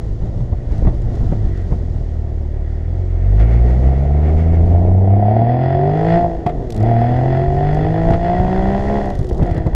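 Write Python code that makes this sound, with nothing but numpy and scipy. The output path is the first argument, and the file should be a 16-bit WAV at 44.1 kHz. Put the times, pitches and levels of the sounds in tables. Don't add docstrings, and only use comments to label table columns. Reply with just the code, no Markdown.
import sys
import numpy as np
from scipy import signal
from scipy.fft import rfft, irfft
from scipy.io import wavfile
from scipy.ndimage import uniform_filter1d

SR = 44100
rng = np.random.default_rng(int(sys.argv[2]) if len(sys.argv) > 2 else 0)


def int16_out(signal):
    q = np.round(np.clip(np.atleast_2d(signal).T, -1, 1) * 32767)
    wavfile.write(sys.argv[1], SR, q.astype(np.int16))


N = 429963
T = np.arange(N) / SR

OVERRUN_HZ, OVERRUN_DB = 66.4, 14
OFF_LOAD_LOSS_DB = 25
SUBTONES_FROM_HZ, SUBTONES_FULL_HZ = 90, 136
# time in seconds, firing rate of one bank in Hz.
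ENGINE_SPEED = [(0, 53.74), (.31, 55.1), (.43, 59.24), (.62, 57.75), (1.04, 58.2), (1.29, 56), (1.52, 47.1),
                (1.74, 41.9), (2.03, 38.36), (2.59, 36.98), (2.78, 38.22), (3.0, 45.9), (3.19, 41.67),
                (3.31, 49.2), (3.42, 54.22), (3.73, 61.8), (3.98, 67.14), (4.07, 70.2), (4.44, 81.13),
                (4.65, 83.83), (4.78, 87.2), (4.92, 92.76), (5.07, 97.14), (5.25, 103.2), (5.38, 112.8),
                (5.52, 122.1), (5.79, 140.9), (6.14, 169.4), (6.22, 173.3), (6.44, 163), (6.76, 106.6),
                (6.82, 105.8), (6.88, 118.1), (6.95, 115.6), (7.2, 126.6), (7.66, 146.5), (7.8, 154.6),
                (8.39, 180.6), (8.65, 192.2), (8.95, 208.1), (9.3, 182.4), (9.44, 185.5), (9.52, 164.4),
                (9.75, 159.1)]
# time in seconds, load (0 none, 1 full).
ENGINE_LOAD = [(0, 0), (.7, 0.12), (1.4, 0.26), (2.0, 0.46), (3.0, 0.51), (3.19, 0.68), (3.33, 1),
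               (5.3, 0.98), (6.0, 1), (6.16, 1.12), (6.28, 0.86), (6.36, 0.59), (6.44, 0.41), (6.54, 0.5),
               (6.63, .45), (6.69, 0.1), (6.74, 0.3), (6.77, 0.7), (6.81, .95), (6.85, 1.03), (7.0, 0.97),
               (8.97, 1), (9.12, 0.79), (9.22, 0.36), (9.28, 0.47), (9.36, 0.31), (9.42, 0.74),
               (9.46, 0.82), (9.505, 0.8), (9.525, 0.61), (9.57, 0.91), (9.6, 0.6), (9.68, 0.54),
               (9.75, 0.37)]


def engine():
    hz, load = columns(ENGINE_SPEED) + columns(ENGINE_LOAD)
    overrun_db = OVERRUN_DB * np.maximum(np.log2(hz / OVERRUN_HZ), 0)
    fast = np.clip((hz - SUBTONES_FROM_HZ) / (SUBTONES_FULL_HZ - SUBTONES_FROM_HZ), 0, 1)
    turns = np.cumsum(hz * (1 + .004 * walk(12))) / SR
    boom = boom_tones(hz, load, overrun_db, fast, turns)
    return dips() * (np.sqrt(2) * boom + exhaust(hz, load, overrun_db, fast, turns))


# frequency in Hz, relative level in dB.
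TAILPIPE = [(36, -9), (52, -7.5), (75, -11), (95, -7.5), (120, -12.5), (150, -15.5), (175, -18.5),
            (200, -17.5), (240, -17), (255, -21.5), (280, -38), (310, -23), (340, -18.5), (375, -14.5),
            (420, -22), (520, -33), (620, -8), (800, -28)]
# level before the tailpipe in dB, dB lost at no load, phase lead under load in rad.
PARTIALS = [(-0.5, 23.5, 0.5), (-5, 10, 1.5), (-12, 11, 4), (-23.5, 2, 6), (-25.5, -3.5, 4),
            (-31.5, -10.5, 5), (-27.5, -0.5, 4), (-27, 0, 5), (-29, -5, 4), (-34, -5, 3.5)]
SUBTONES_DB = [-17, -15.5, -6.5]


def boom_tones(hz, load, overrun_db, fast, turns):
    skew = np.clip((load - .5) / .4, 0, 1)
    boom = np.zeros(N)
    for order, (db, lost_db, phase_rad) in enumerate(PARTIALS, 1):
        level_db = over_hz(TAILPIPE, order * hz) + db - (lost_db + overrun_db) * (1 - load)
        boom += undb(level_db + 0.93 * walk(30)) * np.cos(2 * np.pi * order * turns + phase_rad * skew)
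    for k, db in enumerate(SUBTONES_DB, 1):
        order = k - 1 / len(CYLINDER_DB)
        level_db = over_hz(TAILPIPE, order * hz) + db - (OFF_LOAD_LOSS_DB + overrun_db) * (1 - load)
        boom += fast * undb(level_db + 2.9 * walk(15)) * np.cos(2 * np.pi * order * turns)
    return boom


BLOW_TURN = .6
RASP_LAG_S = .045
FLARE_DB, FLARE_TURNS = 7, 1.9
CRACK_TOP_SHARE = .6
RUSTLE_DB = -.5
# frequency in Hz, width in Hz, relative level in dB.
PIPE_MODES = [(160, 98, -1.5), (364.2, 65, 4), (482, 48, -1)]
# frequency in Hz, width in Hz, relative level in dB.
CASE_LOW_MODES = [(700.5, 74, 16.5), (800, 510, -18.5), (1070, 240, -12.5), (618, 120, -1)]
# frequency in Hz, width in Hz, relative level in dB.
CASE_HIGH_MODES = [(1380, 440, 0.5), (1905, 226, 7), (2620, 831, -10), (3426.7, 220, -8),
                   (4110, 700, -16.5), (5080, 410, -21)]
# frequency in Hz, width in Hz, relative level in dB.
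RUSTLE_MODES = [(1290, 420, -1.5), (2148, 270, -1), (2750, 490, -13)]
# full-load level at the knee in dB, knee in Hz, dB per octave below, dB per octave above,
# dB lost at no load.
GROWL_LAW = (-25.5, 109, 9, -2, 11)
# firing rate in Hz, level in dB.
RASP_LEVEL = [(40, -52.5), (55, -41.5), (66, -32.5), (82, -32), (95, -26), (105, -15), (120, -17),
              (135, -18), (152, -18.5), (160, -18), (172, -14), (185, -21.5), (200, -17), (208, -17)]
# firing rate in Hz, level in dB.
CRACK_LEVEL = [(60, -47.5), (95, -48.5), (120, -37.5), (150, -37), (180, -29.5), (208, -28)]
# time in seconds, level before the swells in dB.
GAS_LEVEL = [(0, -58), (1.0, -55), (1.7, -52.5), (2.0, -56.5), (3.2, -51.5), (3.41, -47), (4.46, -47.5),
             (4.7, -51.5), (5.0, -53), (5.4, -40), (5.95, -39), (6.15, -32), (6.3, -48), (6.7, -55),
             (6.88, -37.5), (8.0, -38), (8.97, -36.5), (9.12, -44), (9.36, -60), (9.42, -48), (9.47, -41.5),
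             (9.53, -45), (9.58, -43), (9.62, -47), (9.7, -48.5), (9.75, -51)]


def exhaust(hz, load, overrun_db, fast, turns):
    turns = turns + 1 - BLOW_TURN
    uneven = np.clip((hz - 45) / 45, .15, 1)
    shut = np.clip(1 - load, 0, 1)
    bite = np.minimum(load, np.interp(T - RASP_LAG_S, T, load))
    pulses, size = firings(hz, turns, uneven, fast * shut)
    puff = unit(size ** 0.08 * (1.5 + np.exp(-(turns % 1) / 3.1)) * rng.standard_normal(N))

    growl = in_band(ring(pulses + (.12 * (1 - uneven) + 1.2 * fast * shut) * puff, PIPE_MODES), 260, 500)

    rasp = ring(pulses + (.2 + 1.2 * fast * shut) * puff, CASE_LOW_MODES)
    rasp = in_band(band(rasp, 760, 500), 550, 900)

    cycle = turns % len(CYLINDER_DB)
    strongest = pulses * ((cycle < .5) | (cycle > 2.9))
    crack = band(strongest, 700, 430)
    crack = in_band(signal.sosfilt(signal.butter(6, 1030, fs=SR, output="sos"), crack), 400, 1000)

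    flare = np.exp(-cycle / FLARE_TURNS) * np.minimum(cycle / 0.1, 1) - .4
    flare_db = FLARE_DB * np.clip((hz - 90) / 60, 0, 1) * flare
    blast = undb(flare_db) * puff + uneven * (0.083 * pulses + CRACK_TOP_SHARE * fast * strongest)
    gas = in_band(ring(blast, CASE_HIGH_MODES) * undb(1.2 * walk(20)), 1200, 2600)
    rustle = unit(ring(rng.standard_normal(N), RUSTLE_MODES)) * undb(2.4 * walk(25))
    gas = gas + (1 - fast) * np.maximum(load, .35) * undb(RUSTLE_DB) * rustle

    bite_gain = undb(-(OFF_LOAD_LOSS_DB + .8 * overrun_db) * (1 - bite))
    hard = bite_gain * (undb(over_hz(RASP_LEVEL, hz)) * rasp + undb(over_hz(CRACK_LEVEL, hz)) * crack)
    gas_db, = columns(GAS_LEVEL)
    return undb(law_db(GROWL_LAW)) * growl + hard + undb(gas_db + swells_db()) * gas


BURBLE_DB = 6.5
CYLINDER_DB = [0, -6.5, -7.5]
CYLINDER_LAG_S = [0, 0.00015, .0002]


def firings(hz, turns, uneven, overrun):
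    firing = turns.astype(int)
    chance = rng.standard_normal(firing[-1] + 1)
    cylinder = firing % len(CYLINDER_DB)
    size = undb(uneven * np.array(CYLINDER_DB)[cylinder] + (1.8 + BURBLE_DB * overrun) * chance[firing])
    drift = 1 + .35 * walk(2.5)
    at = np.flatnonzero(np.diff(firing[:-1])) + 1
    lag_s = np.maximum(drift[at], 0) * np.array(CYLINDER_LAG_S)[cylinder[at]]
    place = at - (turns[at] % 1) * SR / hz[at] + SR * lag_s
    strength = size[at] / np.sqrt(hz[at])
    pulses = np.zeros(N + SR)
    pulses[place.astype(int)] = (1 - place % 1) * strength
    pulses[place.astype(int) + 1] = place % 1 * strength
    return -unit(pulses[:N]), size


POP_T60_S = 0.056
# start in seconds, burst level in dB, treble against it in dB.
POPS = [(0.873, -25, -23), (3.396, -17, -22), (4.289, -21, -30), (4.325, -24, -34), (4.752, -24, -28),
        (6.462, -5, -35), (6.49, -14, -30), (8.132, -15, -16.5), (9.421, -17.5, -24)]


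def pops():
    s, db, treble_db = np.transpose(POPS)
    t60 = np.full(len(s), POP_T60_S)
    crack = bursts(s, db, t60, 0.0042)
    treble = bursts(s, db + treble_db, 1.9 * t60, 0.0029)
    body = band(band(crack, 550, 800), 600, 1200)
    low = undb(7.5) * ring(crack, CASE_LOW_MODES) + undb(13) * ring(crack, PIPE_MODES)
    return low + undb(3.0) * body + undb(15) * ring(treble, CASE_HIGH_MODES)


# start in seconds, swing level in dB, pitch in Hz, edge against it in dB.
WIND_BLOWS = [(0.403, -10, 110, -20), (0.52, -2, 75, -24), (0.708, -6.5, 48.5, -23), (0.819, -2.5, 53, -24),
              (0.846, -6, 37.3, -16.5), (0.868, -0.5, 121, -20.5), (0.88, -9, 152, -22),
              (1.319, -5.5, 151, -16), (1.707, -2.5, 43.94, -31), (1.718, -4.5, 126, -19.5),
              (4.599, -19, 81.5, -34.5), (4.899, -25, 91.7, -19), (6.46, -4, 128.6, -26),
              (7.468, -6.5, 53.66, -26), (7.628, -11, 42.4, -25), (7.844, -8, 94.1, -42),
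              (7.89, -9, 94.85, -38), (8.1, -2, 101.8, -15.5), (8.131, -3, 75, -18),
              (8.395, -4.5, 101.3, -30), (8.473, -6, 130, -30), (8.575, -9, 111, -31),
              (9.189, -6.5, 102.9, -19.5), (9.208, -7, 100, -37), (9.315, -5.5, 59.6, -26),
              (9.39, -6.5, 37.8, -14), (9.412, -7, 160, -18), (9.421, -2, 94, -19.5), (9.51, -3.5, 87, -27),
              (9.573, -4.5, 99, -19), (9.6, -9, 89.94, -28), (9.661, -2, 123, -16.5),
              (9.669, -7.5, 59.9, -25), (9.73, -3, 37.8, -24)]


def thumps():
    swings = np.zeros(N + SR)
    for s, db, hz, _ in WIND_BLOWS:
        cycles = T[:int(2 * SR / hz)] * hz
        shape = np.sin(np.pi * cycles / 2) ** 2 * np.exp(1 - cycles / 0.8)
        i = int(s * SR)
        swings[i:i + len(cycles)] -= undb(db) * np.sin(2 * np.pi * cycles) * shape
    s, db, _, edge_db = np.transpose(WIND_BLOWS)
    edge = bursts(s, db + edge_db, np.full(len(s), .08), 0.0042)
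    body = band(band(band(edge, 200, 350), 240, 500), 280, 700)
    case = undb(5.0) * ring(edge, CASE_LOW_MODES) + undb(-11.0) * ring(edge, CASE_HIGH_MODES)
    return swings[:N] + undb(26) * body + case


# start in seconds, burst level in dB.
SINGLE_TICKS = [(0.7192, -48), (0.7794, -49), (1.0189, -49), (1.1542, -48), (1.5746, -49), (6.7032, -33.5),
                (6.7231, -36), (6.7447, -41), (6.763, -37), (6.7764, -44), (6.8027, -44), (6.8274, -42),
                (7.746, -43), (8.1084, -42), (8.1366, -47), (9.0565, -44), (9.1016, -43), (9.152, -42),
                (9.1897, -41), (9.2107, -47), (9.2285, -47), (9.244, -47), (9.2684, -46), (9.29, -42),
                (9.296, -42), (9.3169, -55), (9.3294, -44), (9.3461, -46), (9.3712, -49), (9.3789, -46),
                (9.4084, -52), (9.43, -43), (9.4645, -53), (9.5115, -45), (9.5452, -46), (9.578, -44),
                (9.6667, -44.5)]
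# start in seconds, end in seconds, ticks per second, mean burst level in dB.
CHATTER = [(0.906, 1.705, 5, -55), (6.851, 9.043, 5.5, -56), (9.206, 9.644, 15, -54)]


def rattle():
    s, db = np.transpose(SINGLE_TICKS)
    for start, end, rate, mean_db in CHATTER:
        when, size = rng.random((100, 2))[:int(rate * (end - start))].T
        s = np.append(s, start + (end - start) * when)
        db = np.append(db, mean_db + 8 * (size - .5))
    ticks = bursts(s, db, np.full(len(s), .01), 0.0012)
    ticks = ticks + bursts(s + 0.0032, db, np.full(len(s), .008), 0.0027)
    bright = band(band(ticks, 5000, 5000), 5800, 9000)
    return undb(-4.0) * bright + undb(16.0) * band(band(ticks, 3600, 4300), 4000, 6500)


SWELL_RUSH_SHARE = 0.52
# time in seconds, buffet before gusts in dB, hiss before gusts and swells in dB,
# gustiness 0-1.
AIR = [(0, -23, -65, 0.63), (.7, -22.5, -65, 0.9), (1.73, -22, -63, 1), (1.95, -27, -65.5, 0.51),
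       (2.5, -30.5, -68, 0.4), (2.95, -30.5, -68, 0.21), (3.32, -40, -64, 0.44), (3.7, -25, -62.5, 0.48),
       (4.25, -27.5, -64, 0.54), (4.7, -20, -65, 0.51), (5.2, -29.5, -71.5, .4), (5.6, -40.5, -78, 0.35),
       (6.06, -29, -61, 0.36), (6.5, -27.5, -67.5, 0.9), (6.8, -28.5, -66.5, 0.64), (7.5, -24, -62, 0.75),
       (8.2, -22.5, -61.5, 0.69), (9.0, -24.5, -58, 0.63), (9.3, -24, -64.5, 0.81), (9.75, -26, -67, 0.9)]
# frequency in Hz, relative level in dB per Hz.
RUSH_SPECTRUM = [(24, -38), (40, -8.5), (65, -13.5), (80, -7), (102, -7.5), (194, -14), (355, -13),
                 (519, -16.5), (692, -15), (1500, -53.5), (1950, -87.5), (3300, -120)]
# frequency in Hz, relative level in dB per Hz.
HISS_SPECTRUM = [(2800, -4), (3800, -3.5), (5000, -5), (6800, -7), (8000, -15), (10000, -19.5),
                 (13000, -30.5), (15500, -53.5)]
# full-load level at the knee in dB, knee in Hz, dB per octave below, dB per octave above,
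# dB lost at no load.
RUSH_LAW = (-29.5, 70.5, 6.5, 1, 9.5)


def air():
    buffet_db, hiss_db, gustiness = columns(AIR)
    gust_db = 2 * gustiness * np.tanh(walk(14) / 2)
    buffet = in_band(band(band(rng.standard_normal(N), 26, 50), 30, 100), 12, 34)
    buffet = buffet * undb(3 * gust_db)
    rush = in_band(coloured(RUSH_SPECTRUM, 1.8, 25), 250, 500)
    hiss = in_band(coloured(HISS_SPECTRUM, 0.29, 33), 5080, 7020)
    swell_db = SWELL_RUSH_SHARE * swells_db()
    rush = undb(law_db(RUSH_LAW) + 1.9 * gust_db + swell_db) * dips() * rush
    return undb(buffet_db) * buffet + rush + undb(hiss_db + 1.8 * gust_db + swell_db) * hiss


DIP_S = 0.051
# centre in seconds, depth in dB.
DIPS = [(7.51, 4.5), (8.198, 6), (8.84, 5)]


def dips():
    return undb(-sum(db * np.exp(-((T - s) / DIP_S) ** 2) for s, db in DIPS))


# centre in seconds, rise in dB, half length in seconds.
SWELLS = [(0.751, 5, 0.066), (1.136, 4, 0.066), (1.58, 5, 0.057), (3.415, 9.5, 0.028), (3.532, 6, 0.034),
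          (3.693, 5.5, 0.037), (3.84, 2, 0.029), (4.264, 4.5, .035), (4.411, 5, 0.044), (4.546, 4.5, .015)]


def swells_db():
    return sum(db * np.exp(-((T - s) / half_s) ** 2) for s, db, half_s in SWELLS)


def law_db(law):
    full_db, knee_hz, below_db, above_db, lost_db = law
    octaves = np.log2(columns(ENGINE_SPEED)[0] / knee_hz)
    slope_db = np.where(octaves < 0, below_db, above_db)
    return full_db + slope_db * octaves - lost_db * (1 - columns(ENGINE_LOAD)[0])


def over_hz(points, hz):
    at, db = np.transpose(points)
    return np.interp(np.log(hz), np.log(at), db)


def undb(db):
    return 10 ** (np.asarray(db) / 20)


def unit(x):
    return x / np.sqrt(np.mean(x ** 2))


def columns(table):
    s, *rest = np.transpose(table)
    return [np.interp(T, s, c) for c in rest]


def band(x, hz, width_hz):
    return signal.lfilter(*signal.iirpeak(hz, hz / width_hz, fs=SR), x)


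def ring(x, modes):
    out = np.zeros(N)
    for k, (hz, width_hz, db) in enumerate(modes):
        out += (-1) ** k * undb(db) * band(band(x, hz, width_hz), hz, 2 * width_hz)
    return out


def walk(rate):
    k = int(SR / rate)
    steps = np.repeat(rng.standard_normal(N // k + 1), k)
    return unit(uniform_filter1d(uniform_filter1d(steps, k), k)[:N])


def coloured(points, flicker_db, rate):
    hz, db = np.transpose(points)
    f = np.maximum(np.fft.rfftfreq(N, 1 / SR), 1)
    gain = undb(np.interp(np.log(f), np.log(hz), db, -90, -90))
    return irfft(rfft(rng.standard_normal(N)) * gain, N) * undb(flicker_db * walk(rate))


def in_band(x, lo_hz, hi_hz):
    part = signal.sosfilt(signal.butter(4, [lo_hz, hi_hz], "band", fs=SR, output="sos"), x)
    return x / np.sqrt(np.mean(part ** 2))


def bursts(times, dbs, t60s, rise_s):
    envelope = np.zeros(N)
    for s, db, t60 in zip(times, dbs, t60s):
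        i = int(s * SR)
        t = T[:min(SR // 4, N - i)]
        envelope[i:i + SR // 4] += undb(db - 60 * t / max(t60, .002)) * np.minimum(t / rise_s, 1)
    return envelope * rng.standard_normal(N)


def scene():
    return (engine() + pops() + thumps() + rattle() + air())[None]


TOP_HZ = 15600


def record(dry):
    rounded = np.tanh(0.59 * dry) / 0.65
    x = signal.sosfilt(signal.butter(1, 9, "high", fs=SR, output="sos"), rounded)
    return signal.sosfilt(signal.ellip(8, .2, 70, TOP_HZ, fs=SR, output="sos"), x)


dry = scene()
out = record(dry)
int16_out(out)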